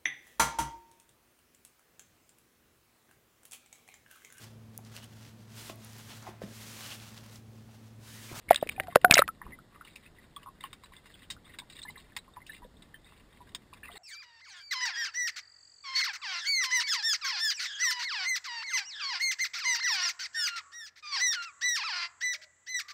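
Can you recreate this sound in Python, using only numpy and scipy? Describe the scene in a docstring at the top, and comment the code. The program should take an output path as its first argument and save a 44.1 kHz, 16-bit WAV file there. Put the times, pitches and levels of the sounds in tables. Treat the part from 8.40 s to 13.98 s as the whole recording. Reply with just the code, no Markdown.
"""Water slaps a sealed camera housing as it dips into a garden pool; trapped air gulps out and waves
thump the wall. Once under, far bubbles arrive faint, and swimmers' splashes and churned water ring the
housing, all with a short pool echo, over a low surge and a steady hush. Each sample is held as a step
at 12 kHz, so mirror images of the sound fill the treble."""
import sys
import numpy as np
from scipy import signal
from scipy.fft import rfft, irfft
from scipy.io import wavfile
from scipy.ndimage import uniform_filter1d

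SR = 44100
rng = np.random.default_rng(int(sys.argv[2]) if len(sys.argv) > 2 else 0)


def to_wav(s):
    """Save 16-bit WAV."""
    ch = np.atleast_2d(s).T  # columns
    pcm = np.round(np.clip(ch, -1, 1) * 32767)  # PCM
    wavfile.write(sys.argv[1], SR, pcm.astype(np.int16))


N = 246078


def undb(db):
    return 10 ** (np.asarray(db) / 20)


def unit(x):
    return x / np.sqrt(np.mean(x ** 2))


def fade(t, t60_s):
    return np.exp(-np.log(1000) * t / max(t60_s, .002))


def band(x, hz, width_hz):
    """One resonance, gain 1 at its centre."""
    return signal.lfilter(*signal.iirpeak(hz, hz / width_hz, fs=SR), x)


def add(out, start_s, x):
    i = int(start_s * SR)
    out[i:i + len(x)] += x[:N - i]


def wander(samples):
    """Twice-smoothed noise, RMS 1."""
    return unit(uniform_filter1d(uniform_filter1d(rng.standard_normal(N), samples), samples))


def slaps(relative_width=0.22, attack_s=0.00086, t60_s=.013):
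    """Water hits the housing: short dry cracks of band noise."""
    # hits: t/s, level/dB, centre f/Hz
    hits = [(0.0895, -30.5, 2300), (0.1041, -21, 1670), (0.1173, -20.5, 2030), (0.13, -24.5, 1760),
            (0.1445, -19, 2760), (0.159, -28, 3580), (0.2127, -41, 3260), (0.227, -36, 2230),
            (0.272, -35, 2460), (0.2904, -22.5, 2330), (0.4016, -21.5, 1820), (0.434, -35.5, 1830),
            (0.4703, -36, 1550), (0.5507, -27, 1500), (0.556, -4.5, 1390), (0.567, -25.5, 1640),
            (0.6146, -37, 2220), (0.6444, -19, 1410), (0.6805, -41, 1550), (0.705, -29.5, 2360),
            (0.7095, 2.5, 2570), (0.724, -16, 1995), (0.7376, -15.5, 5250), (0.7407, 4, 5247),
            (0.755, -11.5, 2100), (0.7594, -19.5, 2600), (0.7787, -4, 1730), (0.783, -9, 2030),
            (0.7908, -9, 1960), (0.801, -23.5, 1980), (0.8164, -25, 1500), (0.878, -20, 1440)]
    out, t = np.zeros(N), np.arange(2000) / SR
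    for s, db, hz in hits:
        crack = unit(band(rng.standard_normal(len(t)), hz, relative_width * hz))
        add(out, s, undb(db) * crack * fade(t, t60_s) * np.minimum(t / attack_s, 1))
    return out


def bubble(hz, t60_s, rise_s, glide=0.013):
    """A tone that swells, dies away and climbs a little as the bubble rises."""
    t = np.arange(int((t60_s + rise_s) * SR)) / SR
    swell = np.sin(np.pi / 2 * np.minimum(t / rise_s, 1)) ** 2
    tone = np.sin(2 * np.pi * hz * t * (1 + glide * t / t60_s))
    return tone * swell * fade(np.maximum(t - rise_s, 0), t60_s)


def bubbles(under_s=.95, near_rise_cycles=1.3, octave_db=-22, far_rise_s=0.0029, waver_s=0.0039):
    """Air pinches off: sharp near bubbles in the dip, then soft far clusters, small ones most blurred."""
    # pinch-offs: t/s, level/dB, f/Hz, t60/s
    pinch_offs = [(0.085, -41.5, 2170, 0.14), (0.108, 1.5, 696, 0.018), (0.118, -28, 576, 0.073),
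                  (0.13, -25, 2000, 0.016), (0.145, -41, 2800, 0.0093), (0.147, -25, 1680, 0.0065),
                  (0.159, -20, 2920, 0.0059), (0.16, -14.5, 3740, 0.011), (0.226, -14, 603, 0.015),
                  (0.264, -34, 430, 0.0072), (0.2944, -19, 2340, 0.0099), (0.3635, -42, 2450, 0.036),
                  (0.379, -34.5, 764, 0.14), (0.401, -25.5, 620, 0.016), (0.399, -11.5, 2000, 0.0028),
                  (0.4375, -48, 746, 0.28), (0.482, -31, 696, 0.055), (0.524, -42, 1080, 0.04),
                  (0.558, 2.5, 1310, 0.0024), (0.568, -27.5, 506, 0.045), (0.558, -1.5, 541, 0.013),
                  (0.6443, -8, 721, 0.07), (0.6469, -1, 1463, 0.017), (0.697, -21, 705, 0.024),
                  (0.71, 0, 2560, 0.0067), (0.7077, -23, 1620, 0.012), (0.717, -22, 688, 0.043),
                  (0.724, -13.5, 1695, 0.018), (0.723, -10, 2200, 0.018), (0.738, -19, 1344, 0.024),
                  (0.737, -22, 550, 0.011), (0.7536, -17, 3836, 0.011), (0.754, -16.5, 2126, 0.033),
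                  (0.768, -15.5, 674, 0.032), (0.771, -11, 2680, 0.015), (0.787, -14, 1914, 0.021),
                  (0.789, -10, 1290, 0.033), (0.7908, -8.5, 558, 0.028), (0.792, -8, 3900, 0.011),
                  (0.82, -6.5, 1300, 0.015), (0.838, -37.5, 1900, 0.034), (0.879, -31, 2440, 0.0086),
                  (0.8875, -23, 1310, 0.04), (1.016, -35.5, 1815, 0.0094), (1.0141, -34.5, 1050, 0.0097),
                  (1.065, -36.5, 1060, 0.0057), (1.12, -40, 2005, 0.06), (1.1868, -44, 1330, 0.025),
                  (1.358, -48, 1190, 0.059), (1.41, -36.5, 1347, 0.0085), (1.448, -45, 2860, 0.011),
                  (1.474, -46, 2090, 0.01), (1.5587, -37.5, 2530, 0.011), (1.661, -48, 2576, 0.029),
                  (1.784, -47.5, 1954, 0.031), (1.962, -35, 3316, 0.0085), (1.965, -36, 1130, 0.031),
                  (2.03, -48.5, 2850, 0.016), (2.06, -39.5, 1087, 0.065), (2.0733, -37, 1060, 0.049),
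                  (2.206, -45.5, 1990, 0.012), (2.2075, -41, 3640, 0.014), (2.234, -44, 1820, 0.05),
                  (2.237, -37, 2994, 0.033), (2.239, -30.5, 1070, 0.037), (2.434, -47, 1050, 0.026),
                  (2.44, -46.5, 3910, 0.03), (2.518, -48.5, 1058, 0.04), (2.5641, -44.5, 3490, 0.03),
                  (2.74, -46.5, 3230, 0.042), (2.835, -51, 3070, 0.024), (2.964, -46.5, 1344, 0.01),
                  (3.0492, -51, 3530, 0.045), (3.094, -49, 1960, 0.03), (3.1987, -35, 3560, 0.01),
                  (3.2182, -45.5, 945, 0.018), (3.331, -46, 3910, 0.01), (3.365, -40.5, 3690, 0.0098),
                  (3.4168, -38, 3560, 0.038), (3.432, -34, 3990, 0.012), (3.45, -40.5, 970, 0.016),
                  (3.452, -42, 1746, 0.05), (3.4715, -44, 2056, 0.08), (3.486, -38.5, 2055, 0.022),
                  (3.4976, -43.5, 960, 0.013), (3.504, -43.5, 3900, 0.011), (3.5556, -40.5, 1880, 0.018),
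                  (3.57, -46, 1073, 0.052), (3.576, -41, 3840, 0.0079), (3.72, -52.5, 1753, 0.035),
                  (3.786, -41.5, 3900, 0.025), (3.878, -48.5, 1050, 0.064), (3.9673, -36.5, 995, 0.033),
                  (3.935, -52.5, 3650, 0.025), (4.016, -46.5, 2040, 0.016), (4.0632, -44.5, 2756, 0.021),
                  (4.092, -35, 1758, 0.045), (4.119, -43.5, 3850, 0.01), (4.132, -45, 2050, 0.039),
                  (4.2196, -44.5, 960, 0.063), (4.248, -42.5, 501, 0.021), (4.367, -53.5, 3616, 0.015),
                  (4.4206, -44.5, 3636, 0.012), (4.542, -47, 3100, 0.045), (4.5407, -39.5, 1784, 0.03),
                  (4.644, -51, 3620, 0.032), (4.721, -50.5, 1079, 0.02), (5.0036, -44.5, 968, 0.039),
                  (5.328, -39.5, 1056, 0.011), (5.334, -47.5, 2540, 0.026), (5.4306, -36.5, 1730, 0.013),
                  (5.435, -40.5, 2577, 0.043), (5.455, -43, 2544, 0.05), (5.478, -43, 2000, 0.066),
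                  (5.489, -40, 1170, 0.017), (5.497, -48, 699, 0.082), (5.516, -45.5, 3230, 0.029),
                  (5.525, -45.5, 3670, 0.023), (5.539, -48.5, 425, 0.049), (5.553, -48, 790, 0.11),
                  (5.56, -51.5, 3640, 0.0086), (5.5635, -45, 4260, 0.043), (5.57, -47, 1940, 0.033)]
    near, far = np.zeros(N), np.zeros(N)
    waver = wander(int(waver_s * SR))
    for s, db, hz, t60_s in pinch_offs:
        if s < under_s:
            rise_s = near_rise_cycles / hz
            add(near, s, undb(db) * bubble(hz, t60_s, rise_s))
            if hz < 900:  # large bubbles ring a weak octave too
                add(near, s, undb(db + octave_db) * bubble(2 * hz, t60_s, rise_s))
        else:
            tone = bubble(hz, t60_s, far_rise_s)
            blur = 1 + hz / 2000 * np.roll(waver, -int(s * SR + hz))[:len(tone)]
            tone_rms = np.sqrt(np.mean(tone ** 2))
            add(far, s, undb(db) * tone_rms * unit(tone * blur))
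    return near, far


def thumps():
    """Waves shove the housing; its wall swings briefly."""
    # shoves: t/s, level/dB, f/Hz, t60/s
    shoves = [(0.107, -32.5, 148, 0.015), (0.225, -27, 148, 0.011), (.4, -38, 122, 0.026),
              (0.432, -41, 89, 0.044), (.557, -10.5, 182, 0.0087), (0.644, -21.5, 198, 0.025),
              (0.7, -38.5, 153, 0.025), (0.709, -11.5, 134, 0.01), (0.741, -28.5, 148.5, 0.024),
              (0.79, -29, 118.6, 0.02), (1.058, -45, 45, 0.11), (1.08, -42, 224, 0.054),
              (4.22, -47.5, 35, 0.17), (4.247, -48.5, 197, 0.046)]
    out = np.zeros(N)
    for s, db, hz, t60_s in shoves:
        add(out, s, undb(db) * bubble(hz, t60_s, rise_s=0.5 / hz))
    return out


def housing(x, tilt_db_oct, direct_db=-14):
    """The walls pass sound mostly at their resonances."""
    # wall modes: f/Hz, width/Hz, level/dB
    modes = [(1093, 130, -6.5), (1850, 330, -5), (2824, 150, -9.5), (3110, 100, -6.5), (3712, 150, -4),
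             (5350, 500, -12.5)]
    ring = sum((-1) ** k * undb(db + tilt_db_oct * np.log2(hz / 2000)) * band(x, hz, width_hz)
               for k, (hz, width_hz, db) in enumerate(modes))
    return ring + undb(direct_db) * band(x, hz=3600, width_hz=4000)


def splashes():
    """Splashes across the pool: sharp, decaying noise bursts that ring the housing."""
    # bursts: t/s, level/dB, t60/s, tilt/(dB/oct)
    bursts = [(1.4501, -48.5, 0.042, -14.5), (1.5567, -46.5, 0.043, 6), (1.6583, -55.5, 0.036, -1),
              (1.9621, -49.5, 0.042, -3.5), (2.0303, -57.5, 0.045, 1), (2.2069, -48.5, 0.029, -4),
              (2.3297, -38, 0.024, -0.5), (2.4364, -48.5, 0.032, -2.5), (2.5645, -54, 0.03, -2.5),
              (2.6568, -50, 0.045, -6), (2.9009, -33.5, 0.083, 6.5), (3.1866, -32, 0.033, 0.5),
              (3.2992, -47.5, 0.07, 0.5), (3.4286, -42, 0.027, 8), (3.7647, -29, 0.037, -0.5),
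              (4.0667, -48, 0.044, 9.5), (4.4218, -50.5, 0.035, -0.5), (5.0903, -54.5, 0.029, 3),
              (5.148, -29.5, 0.021, 2.5), (5.335, -49.5, 0.055, -0.5)]
    out, t = np.zeros(N), np.arange(8000) / SR
    for s, db, t60_s, tilt_db_oct in bursts:
        noise = rng.standard_normal(len(t))
        steady_rms = np.sqrt(np.mean(housing(noise, tilt_db_oct) ** 2))
        add(out, s, undb(db) * housing(noise * fade(t, t60_s), tilt_db_oct) / steady_rms)
    return out


def swirls(attack_s=0.035, t60_s=0.083, calm_db=-73, calm_hz=2000):
    """Gain and bubble pitch of swirls that rise, hold and die over calm water; the strongest leads."""
    # swirls: t/s, hold/s, level/dB, typical bubble f/Hz
    eddies = [(.08, .11, -49.5, 2018), (.19, .06, -53.5, 2400), (.27, .08, -54.5, 2600),
              (0.363, .07, -53.5, 2000), (0.462, .07, -56, 1800), (0.591, .02, -58, 2232),
              (0.688, .03, -39.5, 1502), (.75, 0.041, -33.5, 2205), (1.021, .08, -63, 1300),
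              (1.3, .12, -62, 1414), (1.426, .11, -59, 3300), (1.56, .04, -61, 3300),
              (1.621, .05, -63, 2406), (1.736, .1, -64.5, 2198), (1.959, .12, -65.5, 1597),
              (2.2, .07, -58.5, 2321), (2.408, .06, -61.5, 2500), (2.5, 0.1, -62.5, 2554),
              (2.637, .2, -61, 3000), (3.027, .12, -58, 2271), (3.288, .14, -55, 3800),
              (3.451, .06, -55.5, 3800), (3.548, .07, -57, 3600), (3.637, .08, -65.5, 1600),
              (3.871, .14, -68, 1302), (4.058, .11, -55, 3000), (4.196, .05, -64.5, 1723),
              (4.386, .06, -65, 1800), (4.63, .13, -61.5, 2593), (4.88, .09, -67, 2211),
              (5.037, .08, -67.5, 1600), (5.331, .06, -59, 1700), (5.42, .06, -54, 1808),
              (5.492, .1, -52, 2587)]
    t = np.arange(N) / SR
    power = np.full(N, undb(calm_db) ** 2)
    weighted_log_hz = power * np.log(calm_hz)
    for s, hold_s, db, hz in eddies:
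        envelope = np.clip((t - s) / attack_s, 0, 1) * fade(np.maximum(t - s - hold_s, 0), t60_s)
        swirl_power = (undb(db) * envelope) ** 2
        power += swirl_power
        weighted_log_hz += swirl_power * np.log(hz)
    return np.sqrt(power), np.exp(weighted_log_hz / power)


def churn(count=7000, spread_oct=1.3, hiss_db=-1, flicker_db=5.5, gurgle_db=-4):
    """Churned water through the housing: flickering fizz and hiss, plus a few longer bubbles."""
    gain, centre_hz = swirls()
    fizz, gurgle = np.zeros(N), np.zeros(N)
    for k, (when, weakness, down, up) in enumerate(rng.random((count, 4))):
        s = when * N / SR
        hz = np.clip(centre_hz[int(when * N)] * 2 ** (spread_oct * (up - down)), 600, 5500)
        if k % 16:
            add(fizz, s, undb(-16 * weakness) * bubble(hz, t60_s=.01, rise_s=0.00072))
        else:
            add(gurgle, s, undb(-12 * weakness) * bubble(hz, t60_s=0.1, rise_s=0.0062))
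    flicker = undb(flicker_db * unit(uniform_filter1d(rng.standard_normal(N), size=500)))
    hiss = undb(hiss_db + 3.0 * np.log2(centre_hz / 2000)) * rng.standard_normal(N)
    water = unit(flicker * (unit(fizz) + hiss) + undb(gurgle_db) * unit(gurgle))
    return gain * unit(housing(water, tilt_db_oct=-1.4))


def pool(x, t60_s=0.051, onset_s=0.009, echo_db=-7):
    """Walls, floor and surface return a short dense tail."""
    t = np.arange(SR // 5) / SR
    tail = rng.standard_normal(len(t)) * fade(t, t60_s) * np.minimum(t / onset_s, 1)
    tail /= np.sqrt(np.sum(tail ** 2))
    return x + undb(echo_db) * signal.fftconvolve(x, tail)[:N]


def surge(band_hz=(22, 260), swell_db=2.5):
    """Water rumbles round the housing, swelling a few times a second; rough in the dip, then even."""
    # rumble contour: t/s, level/dB
    contour = [(0.0, -76), (0.1, -50.5), (0.2, -50.5), (0.6, -58), (0.7, -41), (0.8, -50.5), (1.0, -61),
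               (1.1, -49), (1.2, -63.5), (3.1, -64), (4.3, -63.5), (5.6, -62)]
    level_db = np.interp(np.arange(N) / SR, *np.transpose(contour))
    bandpass = signal.butter(2, band_hz, "bandpass", fs=SR, output="sos")
    rumble = signal.sosfilt(bandpass, rng.standard_normal(N))
    swell = undb(swell_db * wander(samples=3000))
    return undb(level_db) * unit(rumble * swell)


def hush(level_db=-61.5):
    """Steady noise of the water and the microphone."""
    # noise spectrum: f/Hz, relative level/dB
    spectrum = [(15, -13.5), (25, 4), (210, -3.5), (807, -13.5), (1040, -13.5), (1500, -17.5), (1970, -18),
                (2310, -28), (3570, -18.5), (5140, -23.5), (5900, -26), (7670, -55.5), (13000, -120)]
    knot_hz, knot_db = np.transpose(spectrum)
    hz = np.arange(N // 2 + 1) * SR / N + 1
    shape = undb(np.interp(np.log(hz), np.log(knot_hz), knot_db))
    return undb(level_db) * unit(irfft(rfft(rng.standard_normal(N)) * shape, N))


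def scene():
    """Mono: near sounds dry, far sounds with the pool's echo."""
    near, far = bubbles()
    return (near + slaps() + thumps() + pool(far + splashes() + churn()) + surge() + hush())[None]


def lowpass(x, hz, order, ripple_db, stop_db):
    return signal.sosfilt(signal.ellip(order, ripple_db, stop_db, hz, fs=SR, output="sos"), x)


def record(dry, clip_level=.76, hold_hz=12000):
    """Clip, band-limit, hold each sample of the low rate as a step, then cut the top."""
    x = lowpass(np.clip(dry, -clip_level, clip_level), hz=5750, order=6, ripple_db=.3, stop_db=40)
    low_rate = signal.resample_poly(x, hold_hz, SR, axis=1)
    steps = np.repeat(low_rate, 4, axis=1)
    steps = signal.resample_poly(steps, SR, 4 * hold_hz, axis=1)[:, :N]
    steps = lowpass(steps, hz=15150, order=5, ripple_db=.3, stop_db=26)
    return lowpass(steps, hz=16494, order=10, ripple_db=.2, stop_db=70)


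dry = scene()
out = record(dry)
to_wav(out)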